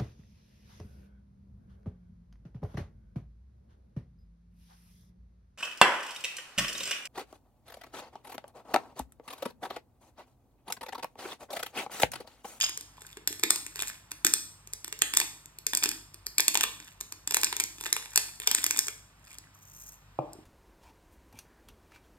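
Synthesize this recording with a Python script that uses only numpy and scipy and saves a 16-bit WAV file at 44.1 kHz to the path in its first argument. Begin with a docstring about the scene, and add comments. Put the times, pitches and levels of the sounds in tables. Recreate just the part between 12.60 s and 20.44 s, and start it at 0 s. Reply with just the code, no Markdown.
"""In a hard kitchen, a hand-twisted salt mill works over a bowl, heard from close by. Crystals clink in the glass
jar as it tips, then crack between the burrs (the grinding teeth); each crack is a noise burst plus short rings.
Grit crackles as many tiny bursts, grains slide along the glass, nails tick on the jar, and it is set down with
a knock. Dense noise echoes make the room ring; wavering low tones are a compressor's hum, soft noise is the air."""
import sys
import numpy as np
from scipy import signal
from scipy.fft import rfft, irfft, next_fast_len
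from scipy.io import wavfile

SR = 44100
rng = np.random.default_rng(int(sys.argv[2]) if len(sys.argv) > 2 else 0)


def unload_audio(sound):
    """Save the sound as a 16-bit wav file, at the path given as the first command line argument."""
    columns = np.transpose(np.atleast_2d(sound))
    # keep every value between -1 and 1, then stretch to whole-number steps
    steps = np.round(np.clip(columns, -1, 1) * 32767)
    wavfile.write(sys.argv[1], SR, steps.astype(np.int16))


N = 345744  # length in samples
SIZE = next_fast_len(N + SR)  # filter length in samples, with room for a one-second echo tail
HZ = np.arange(SIZE // 2 + 1) * SR / SIZE  # the frequencies of the filters
TOP_HZ = 16900  # nothing much is heard above this

# Levels in the tables are relative, unless a comment says otherwise.
# background hum of the compressor: f/Hz, level/dB (rms of the steady part, before the waver)
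HUM_TONES = [(49.3, -67.5), (98.6, -68), (147.9, -72)]
# air of the room: f/Hz, level/dB per Hz
AIR_SPECTRUM = [(33, -120), (50, -87), (150, -89), (450, -102), (1000, -95), (2500, -102), (6000, -110),
                (16000, -118)]
# sounds from all around: f/Hz, likeness of left and right/0-1
LEFT_RIGHT_LIKENESS = [(100, 0.98), (700, 0.59), (4000, 0.3), (6000, 0.91), (16000, 1)]
# fine grit crushed or shaken in each stroke: full from t/s, held t/s, level/dB
GRIT_STROKES = [(0, 0.046, -20.5), (0.421, 0.11, -40), (1.2, 0.084, -24.5), (4.252, 0.045, -38.5),
                (5.251, 0.023, -26), (5.4, 0.29, -36.5), (5.818, 0.4, -29), (6.708, 0.0095, -34.5)]
# how fast the grit swells and dies, and its level with the mill at rest
BUILD_DB_PER_S, EASE_DB_PER_S, STILL_DB = 218.5, 314, -74.5
# tone of the snaps and the grit: f/Hz, level/dB
SNAP_COLOUR = [(2500, -33), (4200, -6.5), (7500, -0.5), (9000, -2), (12000, -7), (15500, -8), (16800, -44)]
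# rings heard with each crunch of the burrs, the lowest a woody knock that grows with them: f/Hz, level/dB, time
# to fall 60 dB t/s
BURR_MODES = [(950, -7, .01), (1750, 2, .007), (2300, 2, .007), (2800, -1, .005), (3500, -1, .012),
              (4950, -7, .005)]
# echoes in octave bands: centre f/Hz, level/dB, time to fall 60 dB t/s
ROOM_BANDS = [(254.4, 0, 0.46), (478.8, -4.5, 0.38), (964.6, -6.5, 0.5), (2035, -5, 0.36),
              (4270, -6.5, 0.46), (8330, -10.5, 0.5), (15800, -11, 0.45)]
# crystals hitting the glass: t/s, level/dB
CLINK_EVENTS = [(0.011, -9), (0.018, -14), (0.0423, -10.5), (0.064, -20.5)]
# rings of the glass: f/Hz, level/dB, time to fall 60 dB t/s
GLASS_MODES = [(3100, 19, 0.0039), (3550, 11.5, 0.0024), (6620, 11.5, 0.016), (8870, -8, 0.0049),
               (4960, 6, 0.03)]
# crystals that break or shift, and last a small tick after the jar is set down:
# t/s, snap level/dB, burr ring minus snap level/dB
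CRACK_EVENTS = [(0.094, -20.5, -10), (0.1746, -20, -13.5), (0.2094, -27.5, -12.5), (0.4187, -36.5, -2.5),
                (0.466, -35.5, -33.5), (0.5706, -34, -2), (0.6746, -10, -11), (0.727, -25.5, -5),
                (0.7953, -27.5, -6.5), (0.8354, -10, 1), (0.9051, -1.5, -9), (0.959, -16.5, -9.5),
                (1.0647, -26.5, -6.5), (1.158, -25.5, -6.5), (1.192, -25, 0.5), (1.2217, -16.5, -6.5),
                (1.5168, -22.5, -6), (1.6476, -5, -5), (1.6665, -7.5, -6), (1.7371, -6, -12.5),
                (2.0733, -35.5, -9), (2.1342, -20, -17), (2.2447, -24, -8), (2.279, -27.5, -6),
                (2.326, -22, -3.5), (2.39, -28.5, -15.5), (2.4195, -5.5, -4.5), (2.537, -16, -2),
                (2.549, -23, -10), (2.571, -4, -10), (2.584, -22, -5), (2.6005, -9.5, -8), (2.614, -23, 7),
                (2.8575, -34.5, -12.5), (2.9861, -28.5, -13.5), (3.0665, -11, -10.5), (3.1336, -18, 1),
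                (3.1495, -10.5, -14), (3.1723, -12.5, -13), (3.226, -29.5, 8.5), (3.2342, -15, -14),
                (3.238, -7.5, -10.5), (3.2478, -21.5, -8.5), (3.258, -18.5, 3.5), (3.2902, -15, -14),
                (3.3147, -21, -5.5), (3.543, -31, -11.5), (3.6664, -17.5, -13.5), (3.7821, -7.5, -8),
                (3.797, -22, 10), (3.8041, -7.5, -20.5), (3.8809, -4, -8), (3.9444, -12, -10.5),
                (3.9536, -12, 2), (3.973, -12, -5), (4.009, -13, -3), (4.0333, -15, -3),
                (4.0373, -10.5, -0.5), (4.201, -35, 0.5), (4.4094, -21, -8.5), (4.523, -24.5, -8),
                (4.6745, -16, -8.5), (4.7088, -17.5, -3.5), (4.722, -21, -5), (4.7442, -5.5, -9.5),
                (4.7682, -11, -2.5), (4.814, -20, -18), (4.833, -11.5, -2), (4.8443, -8.5, -16),
                (4.8683, -27.5, 3.5), (4.927, -22, 6.5), (4.9659, -17, -9.5), (4.9996, -10.5, -8),
                (5.005, -16.5, -5), (5.038, -15, -12), (5.1836, -38.5, 2), (5.21, -25, -5),
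                (5.238, -27.5, 0), (5.264, -23.5, 2.5), (5.3274, -6.5, -11.5), (5.365, -18.5, -1.5),
                (5.5584, -5, -13.5), (5.5754, -4, -7.5), (5.8, -23, -7), (5.8737, -6.5, -6),
                (5.9133, -7, -9.5), (5.9481, -7.5, -9), (5.984, -22.5, 1), (6.041, -9, -10.5),
                (6.0642, -11.5, -5), (6.1085, -11, -7.5), (6.163, -24.5, 0), (6.173, -17, -31),
                (6.181, -24.5, -4), (6.1902, -7.5, -11.5), (6.2692, -25, -11), (6.2827, -18.5, -4),
                (6.7843, -30, -15), (7.7323, -35, -41)]
# dull ring of the jar: f/Hz, level/dB, time to fall 60 dB t/s
JAR_MODES = [(356, 0, 0.028)]
# small ticks of the jar against nails, rings and counter: t/s, level/dB, pitch f/Hz
TICK_EVENTS = [(0.381, -42, 1000), (0.449, -41, 1540), (6.7087, -44, 2270), (6.715, -41.5, 2300),
               (6.84, -48, 2000), (6.8708, -48, 1600), (6.957, -48, 1180), (7.59, -40, 2480)]
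# bumps of the jar: t/s, level/dB
THUD_EVENTS = [(0.57, -38.5), (0.705, -37.5), (0.837, -28), (1.651, -27.5), (3.257, -34), (7.752, -44),
               (7.787, -41.5)]
# grains sliding back along the glass as the jar turns over: t/s, lowest level/dB of a grain
SLIDE_LEVELS = [(6.932, -61.5), (7.253, -47), (7.33, -49.5), (7.391, -77)]
# tone of the sliding grains: f/Hz, level/dB
SLIDE_TONE = [(4500, -31.5), (6200, -7.5), (7500, -16), (11500, -19.5), (13200, -11), (16000, -21)]
# jar set down on the counter: t/s, level/dB
KNOCK_EVENTS = [(7.588, -13.5)]
# rings of the counter: f/Hz, level/dB, time to fall 60 dB t/s
COUNTER_MODES = [(139, -12, 0.093), (320, -8, 0.04), (566, 4, 0.015), (812, 6, 0.014), (1190, 1.5, 0.011)]
# stereo spread over the whole sound: f/Hz, phase by which left leads/radians, left minus right level/dB
STEREO_SPREAD = [(774, 0.94, 2), (2220, -2.5, -1), (2840, 3, -7.5), (3530, 1.68, 1), (5190, 1.56, -2.5),
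                 (6078, 3.5, 0.5), (15390, 16.5, -0.5)]


def undb(db):
    """Turn decibels into a plain multiplier."""
    return 10 ** (np.asarray(db) / 20)


def colour(x, points):
    """Shape the tone by (Hz, dB) points, joined by straight lines on a log frequency axis."""
    hz, db = np.transpose(points)
    gain = undb(np.interp(np.log(HZ + 1), np.log(hz), db))
    return irfft(rfft(x, SIZE) * gain, SIZE)[..., :N]


def fall(t60, count):
    """Fade that drops 60 dB in t60 seconds, and its time axis."""
    t = np.arange(count) / SR
    return np.exp(-np.log(1000) * t / t60), t


def strikes(times, gains, modes, push_s, scatter_db, detune):
    """Each blow rings the modes with its own balance; a longer push softens the attack."""
    hz, db, t60 = np.transpose(modes)[:, :, None]
    decay, t = fall(t60, count=int(t60.max() * SR))
    swell = 1 - np.exp(-1.5 * hz * t)  # low modes take longer to build up
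    push = np.hanning(int(push_s * SR) + 3)
    chance = rng.standard_normal((len(times), 3, len(modes), 1))
    out = np.zeros(N + 2 * SR)
    for s, gain, (level_luck, pitch_luck, phase) in zip(times, gains, chance):
        wave = np.sin(2 * np.pi * (hz * (1 + detune * pitch_luck) * t + phase))
        modes_sound = undb(db + scatter_db * level_luck) * swell * decay * wave
        ring = np.convolve(modes_sound.sum(0), push)
        at = int(s * SR)
        out[at:at + len(ring)] += gain * ring / np.abs(ring).max()
    return out[:N]


def snaps(times, gains, t60):
    """Each snap is a burst of noise that swells for an instant and dies."""
    decay, t = fall(t60, count=512)
    swell = 1 - np.exp(-(t / 0.0007) ** 2)
    bursts = rng.standard_normal((len(times), len(t))) * decay * swell
    early_rms = np.sqrt((bursts[:, :64] ** 2).mean(axis=1))
    bursts *= (gains / early_rms)[:, None]
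    starts = (np.asarray(times) * SR).astype(int)
    out = np.zeros(N + len(t))
    np.add.at(out, starts[:, None] + np.arange(len(t)), bursts)
    return out[:N]


def diffuse(count):
    """Left and right noise, mixed from one shared and two separate noises."""
    three = rfft(rng.standard_normal((3, count)))
    hz, alike = np.transpose(LEFT_RIGHT_LIKENESS)
    bins_hz = np.arange(three.shape[1]) * SR / count
    alike = np.clip(np.interp(np.log(bins_hz + 1), np.log(hz), alike), 0, 1)
    return irfft(np.sqrt(alike) * three[0] + np.sqrt(1 - alike) * three[1:], count)


def kitchen():
    """A compressor's hum that wavers a little, and the air of the room."""
    t = np.arange(N) / SR
    knots = np.arange(0, t[-1] + 1, .08)  # a new random waver every 0.08 s
    hum = 0
    for hz, db in HUM_TONES:
        # the complex waver changes both loudness and phase
        waver = np.interp(t, knots, rng.standard_normal((len(knots), 2)) @ [1, 1j])
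        tone = np.real((1 + .6 * waver) * np.exp(2j * np.pi * hz * t))
        hum = hum + np.sqrt(2) * undb(db) * tone
    air = np.sqrt(SR / 2) * colour(diffuse(count=N), AIR_SPECTRUM)
    return hum + air


def effort_db(t):
    """Each stroke builds up, holds and eases off; the strongest one at the moment counts."""
    s, held, db = np.transpose(GRIT_STROKES)[:, :, None]
    build = BUILD_DB_PER_S * np.clip(s - t, 0, None)
    ease = EASE_DB_PER_S * np.clip(t - s - held, 0, None)
    return np.maximum((db - build - ease).max(axis=0), STILL_DB)


def crunch(times, gains, scatter_db):
    """The burrs answer a snap with short rings and a dull burst of crushing noise that blurs them."""
    crush_band = signal.butter(2, [1000, 4500], "band", fs=SR, output="sos")
    crush = signal.sosfilt(crush_band, snaps(times, gains, 0.011))
    return strikes(times, gains, BURR_MODES, .0001, scatter_db, detune=0.034) + undb(-5.5) * crush


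def grit():
    """Many tiny fractures at random moments, few of them large, over a sliding rustle."""
    times = rng.uniform(0, N / SR, 2400)
    boost_db = 4.9 * np.minimum(rng.exponential(size=len(times)), 3)
    sizes = undb(effort_db(times) + boost_db - 14.0)
    rustle = undb(effort_db(np.arange(N) / SR) - 21) * rng.standard_normal(N)
    crackle = colour(snaps(times, sizes, 0.0051) + rustle, SNAP_COLOUR)
    # every third grain also sounds the burrs
    return crackle + undb(1.5) * crunch(times[::3], sizes[::3], scatter_db=8.0)


def echoes():
    """Dense echoes that build up over a few ms, each octave dying at its own rate."""
    noise, out = diffuse(count=SR), 0
    for hz, db, t60 in ROOM_BANDS:
        decay, t = fall(t60, count=SR)
        edges = [hz / np.sqrt(2), min(hz * np.sqrt(2), SR / 2 - 100)]
        octave = signal.butter(2, edges, "band", fs=SR, output="sos")
        # each octave starts at a different place in the noise
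        band = signal.sosfilt(octave, np.roll(noise, int(hz), axis=1))
        build = 1 - np.exp(-(t / 0.0025) ** 2)
        out = out + undb(db) * band * decay * build / np.sqrt((decay ** 2).sum())
    return out


def room(x, count=4):
    """The hands keep moving the mill, so the sound glides around a circle of echo patterns."""
    place = np.arange(N) / SR / .11 % count  # on to the next pattern every 0.11 s
    out = 0
    for k in range(count):
        distance = np.abs((place - k + count / 2) % count - count / 2)
        share = np.sqrt(np.clip(1 - distance, 0, 1))
        out = out + rfft(x * share, SIZE) * rfft(echoes(), SIZE)
    return irfft(out, SIZE)[:, :N]


def clinks():
    """Loose crystals tumble against the glass; each blow is trailed by smaller ones."""
    s, db = np.transpose(CLINK_EVENTS)
    after = rng.exponential(size=(len(s), 2, 3))
    times = np.append(s, s[:, None] + 0.0033 * after[:, 0])
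    sizes = undb(np.append(db, db[:, None] - 6 * after[:, 1] - 4.5))
    return strikes(times, sizes, GLASS_MODES, .00005, scatter_db=6.0, detune=0.015)


def cracks():
    """Every crack or tick gives a snap, the crunch of the burrs and the thud of the jar."""
    s, snap_db, burr_db = np.transpose(CRACK_EVENTS)
    # the jar shakes with the burrs, but grows less than they do, so the biggest cracks stay bright
    jar_gains = undb(0.53 * (snap_db + burr_db) - 33.0)
    jar = strikes(s, jar_gains, JAR_MODES, .0004, scatter_db=5.5, detune=0.14)
    # two weaker bursts, scattered a few ms around each crack, roughen and soften its attack
    scatter = rng.standard_normal((len(s), 2, 2))
    s = np.append(s, s[:, None] + 0.003 * scatter[:, 0])
    snap_db = np.append(snap_db, snap_db[:, None] - 18.0 + 3 * scatter[:, 1])
    burr_db = np.append(burr_db, np.repeat(burr_db, 2))
    snap = colour(snaps(s, undb(snap_db + 1.0), 0.0076), SNAP_COLOUR)
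    return snap + crunch(s, undb(snap_db + burr_db), scatter_db=3.0) + jar


def ticks():
    """Each tick rings a short pair of modes, one at about its own pitch and a weaker one above."""
    out = 0
    for s, db, hz in TICK_EVENTS:
        pair = [(hz, 0, .012), (1.4 * hz, -6, .006)]
        out = out + strikes([s], [undb(db)], pair, .0001, scatter_db=0.0, detune=0.01)
    return out


def thuds():
    """Dull bumps ring the jar, softened by a longer push."""
    s, db = np.transpose(THUD_EVENTS)
    return strikes(s, undb(db), JAR_MODES, 0.0017, scatter_db=1.0, detune=0.05)


def slide():
    """Grains sliding along the glass make a dense patter of tiny noise bursts."""
    s, db = np.transpose(SLIDE_LEVELS)
    times = rng.uniform(s[0], s[-1], 300)
    boost_db = 6.2 * np.minimum(rng.exponential(size=len(times)), 3)
    sizes = undb(np.interp(times, s, db) + boost_db)
    return colour(snaps(times, sizes, 0.022), SLIDE_TONE)


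def knocks():
    """The jar meets the counter with a soft, padded blow that rings the counter."""
    s, db = np.transpose(KNOCK_EVENTS)
    return strikes(s, undb(db), COUNTER_MODES, 0.001, scatter_db=1.0, detune=0.01)


def scene():
    """The mill close by, its echoes and the kitchen."""
    near = grit() + clinks() + cracks() + ticks() + thuds() + slide() + knocks()
    return near + room(near) + kitchen()


def record(dry):
    """Left and right differ in phase and level at each frequency; peaks are rounded, the top is cut."""
    hz, lead, balance_db = np.transpose([np.zeros(3), *STEREO_SPREAD])  # alike in the deepest bass
    side = np.array([[.5], [-.5]])  # half of each difference goes to the left, half to the right
    phase = np.exp(1j * np.interp(HZ, hz, lead) * side)
    level = undb(np.interp(HZ, hz, balance_db) * side)
    pair = irfft(rfft(dry, SIZE) * phase * level, SIZE)[:, :N]
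    top_cut = signal.ellip(10, .2, 90, TOP_HZ, fs=SR, output="sos")
    return signal.sosfilt(top_cut, np.tanh(pair))


dry = scene()
out = record(dry)
unload_audio(out)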